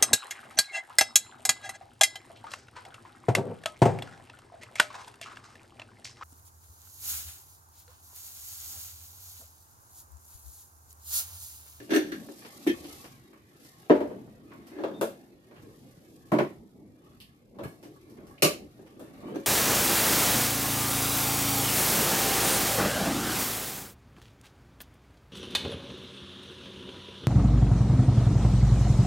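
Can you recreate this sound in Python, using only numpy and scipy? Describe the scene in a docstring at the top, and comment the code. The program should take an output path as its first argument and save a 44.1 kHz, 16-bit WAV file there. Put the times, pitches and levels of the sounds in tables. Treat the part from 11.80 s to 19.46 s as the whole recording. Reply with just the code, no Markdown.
"""A dish is set down with a run of knocks in a small kitchen, and a jar follows. Plastic snaps and dull
knocks of board and dish come throughout, with door knocks near 2.1 s, lid knocks, soft floor thumps and
spoon ticks among them, and a metal pot struck near 6.6 s. Each blow is a click and a dying wash of
noise, coloured by the object's resonances. Hands, sleeves and poured liquid rumble, slosh and rustle
as shaped noise, and one thin sine squeaks. Two spaced microphones hear it."""
import sys
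import numpy as np
from scipy import signal
from scipy.fft import rfft, irfft
from scipy.io import wavfile
from scipy.ndimage import uniform_filter1d, map_coordinates

SR = 44100
rng = np.random.default_rng(int(sys.argv[2]) if len(sys.argv) > 2 else 0)


def amplitude_ratio(level_db):
    """Convert a level in decibels to the matching linear amplitude (field) ratio."""
    exponent = np.asarray(level_db, float) / 20
    return 10 ** exponent


def generate_wav(signal):
    """Clip the signal to [-1, 1] and save it as 16-bit WAV at the path in sys.argv[1]."""
    frames = np.transpose(np.atleast_2d(signal))
    scaled = np.clip(frames, -1, 1) * 32767
    pcm = np.round(scaled).astype(np.int16)
    wavfile.write(sys.argv[1], SR, pcm)


N = 337806  # length in samples

# Blows on jar, door, wood and pot, which also set the kitchen shuddering.
# Each row: start in seconds, thud gain in dB, clack in dB re thud, crack in dB re thud, sharpness 0-1.
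JAR_BLOWS = [(0.865, -19.5, -39, -33, 1), (0.871, -18.5, -10, -20.5, 0.91), (0.893, -21.5, -9, -32.5, 1)]
DOOR_BLOWS = [(2.0978, -10, -46.5, -48, 0.89), (2.105, -11.5, -47, -51, 0.77), (2.15, -25, -19, -33, 0.44),
              (2.205, -23, -38, -37, 0.78), (2.226, -31, -49, -47, 0.23), (2.299, -35.5, -45, -35, 0.2)]
WOOD_BLOWS = [(1.529, -52, -2.5, -18, 0.4), (2.704, -53.5, -1, -32, 0.34), (2.716, -50, -0.5, -32.5, 0.53),
              (2.734, -50.5, -16, -17, 0.79), (3.71, -47.5, -13, -41, 0.59), (4.518, -18, -31, -32, 0.84),
              (4.533, -18.5, -33, -36, 0.68), (4.56, -27, -27, -43, 0.93), (4.585, -17.5, -10, -30.5, 0.74),
              (4.6, -22, -30, -51, 0.71), (4.687, -45.5, -14, -20, 0.26), (5.744, -53, -25.5, -35, 0.22),
              (6.37, -46, -14, -42, 0.1), (7.289, -53, -17, -24, 0.6), (7.425, -41, -35, -37, 0.24),
              (7.48, -40.5, -33, -25, 0.36)]
POT_BLOWS = [(6.578, -58, 5.5, -19, 0.85), (6.621, -16.5, 0, -3, 0.84), (6.628, -16.5, -6, -3.5, 0.74),
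             (6.643, -19.5, -2.5, -6.5, 0.56)]


def unit(x):
    """Scaled to rms 1."""
    return x / np.sqrt(np.mean(x ** 2) + 1e-20)


def along(points, hz):
    """(Hz, value) points joined by straight lines on a log frequency axis."""
    f, v = np.transpose(points)
    return np.interp(np.log(hz + 1), np.log(f + 1), v)


def curves(rows):
    """One value per sample for each column after the time."""
    s, *cols = np.transpose(rows)
    return [np.interp(np.arange(N) / SR, s, c) for c in cols]


def wobble(rate):
    """A smooth random curve, rate knots a second."""
    knots = rng.standard_normal(int(N * rate / SR) + 4)
    return map_coordinates(knots, [np.arange(N) * rate / SR])


def resonance(hz, centre_hz, width_hz):
    """Causal response of one resonance, 1 at its top."""
    return 1j * hz * width_hz / (centre_hz ** 2 - hz ** 2 + 1j * hz * width_hz)


def pair(size, gain, win=256):
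    """Stereo noise, cells weighted by gain(Hz, s), as alike at both microphones as a diffuse field."""
    # Likeness of the two microphones. Each row: frequency in Hz, left-right correlation.
    likeness = [(60, 0.87), (300, 0.89), (700, 0.53), (1200, -0.31), (3000, -0.029), (14000, -0.035)]
    hz, s, (a, b) = signal.stft(rng.standard_normal((2, size)), SR, nperseg=win)
    turn = np.arccos(np.clip(along(likeness, hz), -1, 1))[:, None] / 2
    mid, side = a * np.cos(turn), b * np.sin(turn)
    cells = np.array([mid + side, mid - side]) * gain(hz[:, None], s)
    return signal.istft(cells, SR, nperseg=win)[1][:, :size]


def knocks(rows, modes, broad_db, direct_db, strike_db, pan_db, clack_hz):
    """Each blow is a click and its dying wash round the room, heard through the object's resonances."""
    # Decay of the room at sharpness 0.5. Each row: frequency in Hz, t60 in seconds.
    room_decay = [(100, 0.23), (300, 0.25), (1000, 0.26), (4000, 0.32), (14000, 0.27)]
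    # Low and high part of a contact. Each: centre in Hz, width in Hz.
    thud_band = (469, 1470)
    crack_band = (10570, 17000)
    soft_rise_s, hard_rise_s = 0.0064, 0.0024  # time constants at sharpness 0 and 1
    lag = 10  # delay between the microphones in samples

    size = SR * 3 // 4
    t = np.arange(size) / SR
    hz = np.fft.rfftfreq(size, 1 / SR)
    out = np.zeros((2, N + size))

    body = amplitude_ratio(broad_db)
    for k, (centre, width, db) in enumerate(modes):
        body = body + (-1) ** k * amplitude_ratio(db) * resonance(hz, centre, width)  # alternating sign
    clack_band = clack_hz, 0.99 * clack_hz  # the clack sits where the object is stiffest
    parts = []
    for band, order in ((thud_band, 3), (clack_band, 2), (crack_band, 3)):
        part = body * resonance(hz, *band) ** order
        parts.append(unit(abs(part)) * np.exp(1j * np.angle(part)))
    thud, clack, crack = parts

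    for s, db, clack_db, crack_db, sharp in rows:
        rise = soft_rise_s * (hard_rise_s / soft_rise_s) ** sharp
        life = np.exp(1.26 * (.5 - sharp))  # a hard, damped contact dies sooner
        wash = pair(size, lambda hz, s: amplitude_ratio(-60 * s / (along(room_decay, hz) * life)))
        wash = wash * (1 + amplitude_ratio(direct_db - 60 * t / .02))  # early burst, 60 dB down in 20 ms
        wash = wash * (1 - np.exp(-t / rise))  # a soft contact swells
        # the straight path is a click, later at the right microphone
        wash[[0, 1], [0, lag]] += amplitude_ratio(strike_db) * np.exp(-rise / 0.0044)
        colour = thud + amplitude_ratio(clack_db) * clack + amplitude_ratio(crack_db) * crack
        heard = unit(irfft(rfft(wash) * colour, size))
        # the blow sets the energy, however the echoes fall
        energy = np.sqrt(np.mean(wash ** 2) * np.mean(abs(colour) ** 2))
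        out[:, round(s * SR):][:, :size] += amplitude_ratio(db) * energy * heard
    return out[:, :N] * amplitude_ratio([[pan_db / 2], [-pan_db / 2]])


def dish():
    """A dish is set down and knocked again later: it rings with the counter in many narrow modes."""
    # Each row: start in seconds, thud gain in dB, clack and crack in dB re thud, sharpness 0-1.
    blows = [(0.0, -42, -11, -21, 0.73), (0.092, -34.5, -11.5, -36, 0.7), (0.104, -23, -9.5, -24, 0.05),
             (0.117, -19.5, -22, -29, 0.77), (0.133, -19.5, -8, -21, 0.5), (0.144, -19, -16.5, -19, 0.49),
             (0.16, -20, -7, -14.5, 1), (0.318, -31.5, -4, -17, 0.68), (0.485, -38.5, -23, -45, 1),
             (0.516, -49, -36, -60, 0.9), (2.915, -43.5, -40, -45, 0), (2.955, -39, -40, -45, 0.2),
             (2.983, -30.5, -54, -47, 0), (6.027, -48.5, -31, -41, 0.5), (6.049, -43.5, -20.5, -24, 0.7),
             (6.991, -46, -40, -29.5, 0.74), (7.026, -51, -46, -34, 0.8), (7.545, -35.5, -35, -30, 0.67),
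             (7.556, -27, -24, -27.5, 0.72), (7.598, -42.5, -34, -20, 1)]
    # Resonances of dish and counter. Each row: centre in Hz, width in Hz, relative level in dB.
    modes = [(312, 24.5, 5), (338, 17, -11.5), (369, 18, -2.5), (423, 22, -8), (549, 7, -5.5),
             (1150, 22, -42), (1608, 66, -19), (1807, 97, -13.5), (2770, 84, -23.5), (3520, 140, -13),
             (4410, 220, -17.5), (4720, 43, -28), (5860, 410, -16.5), (6500, 190, -12), (7450, 220, -34)]
    return knocks(blows, modes, broad_db=-24, direct_db=10, strike_db=15.5, pan_db=0.5, clack_hz=1560)


def jar():
    """A jar is set down: its narrow high modes ring together with the counter under it."""
    # Resonances of jar and counter. Each row: centre in Hz, width in Hz, relative level in dB.
    modes = [(247, 110, -7), (350.3, 25, 6.5), (1340, 16, -35), (1793, 47, -8.5), (2160, 26, -27),
             (2519, 13, -16), (3150, 27, -13), (3300, 18, -16), (3600, 70, -24), (3940, 130, -24),
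             (4090, 57, -26.5), (5820, 89, -12.5)]
    return knocks(JAR_BLOWS, modes, broad_db=-27.5, direct_db=4, strike_db=22.5, pan_db=0.0,
                  clack_hz=1930)


def door():
    """A door is knocked: low panel modes give a dull thud."""
    # Resonances of the door. Each row: centre in Hz, width in Hz, relative level in dB.
    modes = [(215, 20, -21.5), (277.5, 40, -1.5), (382, 50, -4.5), (445, 49, -2), (511, 24, -8),
             (582, 38, -3), (622, 130, -11.5), (867, 20, -13), (977, 49, -23), (1380, 76, -29),
             (1790, 140, -42)]
    return knocks(DOOR_BLOWS, modes, broad_db=-23.5, direct_db=1.5, strike_db=25.5, pan_db=1.0,
                  clack_hz=1100)


def board():
    """A wooden board is knocked: its low modes outweigh the broad high ones."""
    # Resonances of board and counter. Each row: centre in Hz, width in Hz, relative level in dB.
    modes = [(143, 20, -5), (220.6, 21.6, -5), (309, 33, -4), (386, 35, -4.5), (584, 84, -14),
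             (953, 125, -12.5), (1112, 114, -16), (1473, 30, -15), (2260, 120, -25), (3520, 140, -36)]
    return knocks(WOOD_BLOWS, modes, broad_db=-25, direct_db=9.5, strike_db=18, pan_db=-0.8,
                  clack_hz=1326)


def pot():
    """A metal pot is struck: low modes ring under broad, bright high ones."""
    # Resonances of pot and counter. Each row: centre in Hz, width in Hz, relative level in dB.
    modes = [(156.4, 22, -5.5), (305, 17, -6), (397, 27, -6), (441, 23, -7.5), (589.6, 26, -1.5),
             (1143, 35, -5), (2340, 750, -6), (3090, 470, -6.5), (4100, 830, -12), (5900, 610, -12.5),
             (6780, 360, -18.5)]
    return knocks(POT_BLOWS, modes, broad_db=-24.5, direct_db=8, strike_db=1.0, pan_db=-1.0,
                  clack_hz=2470)


def lid():
    """A lid is knocked: a few low modes with weaker ones above."""
    # Each row: start in seconds, thud gain in dB, clack and crack in dB re thud, sharpness 0-1.
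    blows = [(3.037, -25.5, -16.5, -33, 0.69), (3.088, -41.5, -37, -41, 0.1),
             (3.212, -22, -13.5, -16, 0.78), (3.224, -27.5, -11.5, -13, 0.44),
             (5.787, -35.5, -17, -30, 0.25), (7.195, -43, -13, -13.5, 0.26)]
    # Resonances of the lid. Each row: centre in Hz, width in Hz, relative level in dB.
    modes = [(332, 24, -6.5), (445, 24, -3.5), (556, 44, -4), (650, 40, -3), (980, 610, -18.5),
             (1630, 880, -11.5), (2730, 86, -17), (3340, 330, -9.5)]
    return knocks(blows, modes, broad_db=-17.0, direct_db=8, strike_db=27.5, pan_db=0.8, clack_hz=1330)


def spoon():
    """A spoon ticks: narrow modes spread up through the treble."""
    # Each row: start in seconds, thud gain in dB, clack and crack in dB re thud, sharpness 0-1.
    blows = [(5.834, -39, 0, -12.5, 0.6), (5.843, -38.5, -16, -18, 0.86), (5.878, -57, -7, -1.5, 0.3),
             (6.159, -55.5, -29, -12, 0.9), (6.509, -52, -27, -13.5, 0.7)]
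    # Resonances of the spoon. Each row: centre in Hz, width in Hz, relative level in dB.
    modes = [(280, 23, -4), (788, 29.7, -15), (1125, 60, -5), (1673, 31, -7), (2216, 14, -11),
             (3020, 31, -15), (4290, 26, -13), (5400, 30, -14)]
    return knocks(blows, modes, broad_db=-31.5, direct_db=11, strike_db=15, pan_db=0.0, clack_hz=1800)


def plastic():
    """Plastic snaps: wide, heavily damped modes colour each short click."""
    # Each row: start in seconds, thud gain in dB, clack and crack in dB re thud, sharpness 0-1.
    snaps = [(0.585, -57, -30, 6.5, 0.77), (0.649, -43.5, -3.5, -18, 0.87), (1.043, -48.5, 2.5, -7, 0.81),
             (1.119, -53.5, -10, -2, 0.5), (1.243, -44.5, -33, -9, 0.68), (1.849, -58, -20, 2.5, 0.93),
             (2.869, -54.5, -33, -1, 0.54), (3.759, -51.5, -36, -25, 0.45), (5.402, -61, 14.5, 11, 0.58),
             (6.028, -51, -35, -5, 0.55), (6.299, -66.5, -35, 5.5, 0.91), (6.469, -58.5, -27, 0, 0.87),
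             (7.064, -55, -31, -12, 0.52)]
    # Resonances of the plastic. Each row: centre in Hz, width in Hz, relative level in dB.
    modes = [(300, 93, -14.5), (2330, 950, -2.5), (3050, 560, 0), (4600, 960, -1), (5900, 620, -9)]
    return knocks(snaps, modes, broad_db=-14.5, direct_db=-14, strike_db=24.5, pan_db=-0.5,
                  clack_hz=3500)


def floor_thumps():
    """Soft footfalls or bumps come through the floor, which answers with three deep modes."""
    # Each row: start in seconds, thud gain in dB, clack and crack in dB re thud, sharpness 0-1.
    thumps = [(2.475, -45, -49.5, -60, 1), (4.168, -50, -50, -60, 0.7), (5.849, -35, -50, -60, 1)]
    # Resonances of the floor. Each row: centre in Hz, width in Hz, relative level in dB.
    modes = [(70, 32, -4.5), (135, 49, -0.5), (200, 57, -12.5)]
    return knocks(thumps, modes, broad_db=-49, direct_db=7.5, strike_db=15, pan_db=0.0, clack_hz=1000)


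def squeak():
    """Something rubbed squeaks briefly: one thin gliding sine with soft ends."""
    # Each row: time in seconds, frequency in Hz, peak level in dB.
    glide = [(3.13, 3450, -79.5), (3.14, 3600, -59.5), (3.148, 3630, -54.5), (3.186, 3628, -58),
             (3.205, 3600, -61)]
    hz, db = curves(glide)
    t = np.arange(N) / SR
    gate = np.clip(np.minimum(t - glide[0][0], glide[-1][0] - t) / .008, 0, 1)  # 8 ms ramps
    return gate * amplitude_ratio(db) * np.sin(2 * np.pi * np.cumsum(hz) / SR)


def bed(spectrum, patchy_db, grain_db, grains):
    """Noise of rms 1 in drifting patches, its level broken into grains (knots a second)."""
    def gain(hz, s):
        field = rng.standard_normal((len(hz), len(s)))
        field = uniform_filter1d(field, size=3, axis=0)  # across frequency
        field = uniform_filter1d(field, size=8, axis=1)  # across time
        return amplitude_ratio(along(spectrum, hz) + patchy_db * unit(field))
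    return unit(amplitude_ratio(grain_db * wobble(grains)) * pair(N, gain, win=1024))


def swells(events, fall):
    """Power of (s, rise s, dB) swells, straight in dB up and down; rise and fall in s per 20 dB."""
    t = np.arange(N) / SR
    power = 0
    for s, rise, db in events:
        rise = max(rise, 1 / SR)  # zero or negative: starts at once
        drop_20db = np.where(t < s, (s - t) / rise, (t - s) / fall)
        power = power + amplitude_ratio(db - 20 * drop_20db) ** 2
    return power


def shudder(db, t60):
    """Counter and cupboards shudder on after each jar, door, wood or pot blow: power, db re its thud."""
    blows = JAR_BLOWS + DOOR_BLOWS + WOOD_BLOWS + POT_BLOWS
    return swells([(s, 0, blow_db + db) for s, blow_db, *_ in blows], fall=t60 * 20 / 60)


def handling():
    """Floor rumble, slosh and slide on the counter, scraping, rustle of cloth and liquid: shaped noise."""
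    # Slow movement, low part. Each row: time in seconds, rumble in dB, slosh in dB.
    moving = [(0.0, -54, -51.5), (0.1, -59, -50), (0.28, -60, -43), (0.45, -65.5, -48.5),
              (0.62, -61, -50.5), (0.83, -69, -50.5), (1.25, -61, -57), (1.8, -66, -58.5),
              (2.0, -64.5, -56), (2.65, -71, -55.5), (3.2, -64, -46), (3.5, -61, -56.5),
              (3.85, -56.5, -53.5), (4.4, -60.5, -56), (5.1, -62, -57), (5.3, -61, -56), (5.65, -62.5, -60),
              (6.0, -59, -56), (6.4, -59, -50.5), (6.57, -60.5, -53), (7.1, -66, -57), (7.27, -56, -52),
              (7.66, -60.5, -52)]
    # Slow movement, high part. Each row: time in seconds, scrape in dB, rustle in dB.
    rubbing = [(0.0, -62, -68), (0.2, -70, -57.5), (0.4, -63, -79), (0.56, -72, -83), (0.7, -60.5, -72),
               (0.83, -60.5, -88), (1.35, -62, -63), (1.6, -69.5, -71.5), (2.0, -61, -63),
               (2.6, -67.5, -71.5), (2.96, -58.5, -66.5), (3.3, -66, -66), (3.6, -68.5, -74.5),
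               (3.85, -64, -66), (4.35, -70, -66), (4.85, -75, -74), (5.1, -74.5, -76), (5.35, -66.5, -72),
               (5.67, -76, -77), (5.95, -70, -69.5), (6.5, -64, -70), (7.1, -69, -70), (7.66, -61, -64.5)]
    # Something heavy slides and sloshes up to a bump.
    # Each row: loudest at seconds, rise in seconds per 20 dB, slosh in dB, rumble in dB, scrape in dB.
    slide_rows = [(2.99, 0.03, -48, -75, -65), (5.839, 0.15, -43.5, -49, -70),
                  (7.55, 0.5, -40.5, -65, -53.5)]
    # A sleeve or packet is brushed.
    # Each row: loudest at seconds, rise in seconds per 20 dB, rustle in dB, scrape in dB.
    brush_rows = [(0.62, -0.5, -61, -55), (0.94, -0.2, -76, -54), (1.11, 0.06, -56, -53),
                  (1.21, 3, -52, -58.5), (1.86, 0.15, -56, -64), (4.63, 0.24, -60.5, -54.5),
                  (5.27, 0.02, -72, -66)]
    # Spectra of the four noises. Each row: frequency in Hz, relative level per Hz in dB.
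    rumble_spectrum = [(15, -64), (25, -22), (54, -2), (91, -11.5), (150, 0.5), (200, -31.5), (330, -120)]
    slosh_spectrum = [(65, -34.5), (110, -9.5), (145, -14.5), (237, 7), (269, -6.5), (315, 5), (355, -4),
                      (539, -10.5), (1000, -24), (1300, -51.5), (2200, -120)]
    scrape_spectrum = [(470, -16.5), (800, 3), (979, -11.5), (1100, 6), (1450, -5), (1780, 0),
                       (4500, -12.5), (5850, -36), (9900, -120)]
    rustle_spectrum = [(2060, -16), (3500, -1), (4950, 0.5), (9680, -3.5), (11400, 2), (13900, -4),
                       (14700, -14), (15000, -21.5)]

    rumble_db, slosh_db = curves(moving)
    scrape_db, rustle_db = curves(rubbing)
    slide_slosh, slide_rumble, slide_scrape = (
        swells([(s, rise, dbs[k]) for s, rise, *dbs in slide_rows], fall=0.13) for k in range(3))
    brush_rustle, brush_scrape = (
        swells([(s, rise, dbs[k]) for s, rise, *dbs in brush_rows], fall=0.18) for k in range(2))

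    # powers add
    rumble = amplitude_ratio(rumble_db) ** 2 + slide_rumble + shudder(db=-39, t60=2.57)
    slosh = amplitude_ratio(slosh_db) ** 2 + slide_slosh + shudder(db=-27.5, t60=1.15)
    scrape = amplitude_ratio(scrape_db) ** 2 + slide_scrape + brush_scrape + shudder(db=-42, t60=0.33)
    rustle = amplitude_ratio(rustle_db) ** 2 + brush_rustle
    return (np.sqrt(rumble) * bed(rumble_spectrum, patchy_db=3.5, grain_db=0.0, grains=27)
            + np.sqrt(slosh) * bed(slosh_spectrum, patchy_db=3.0, grain_db=2.5, grains=14)
            + np.sqrt(scrape) * bed(scrape_spectrum, patchy_db=4.5, grain_db=1.0, grains=73)
            + np.sqrt(rustle) * bed(rustle_spectrum, patchy_db=0.5, grain_db=2.0, grains=140))


def scene():
    """All sources at the two microphones."""
    set_down = dish() + jar()
    knocked = door() + board() + pot() + lid() + spoon()
    small = plastic() + squeak()
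    return set_down + knocked + small + floor_thumps() + handling()


def low_pass(x):
    """Removes everything above the highest recorded frequency."""
    return signal.sosfilt(signal.butter(12, 15440, fs=SR, output="sos"), x)


def record(dry):
    """The microphones lose the deepest bass and the top treble."""
    low = signal.butter(2, 55, "highpass", fs=SR, output="sos")
    top = signal.ellip(8, .5, 45, 14700, fs=SR, output="sos")
    mix = signal.sosfilt(np.vstack([low, top]), dry)
    return low_pass(mix)


dry = scene()
out = record(dry)
generate_wav(out)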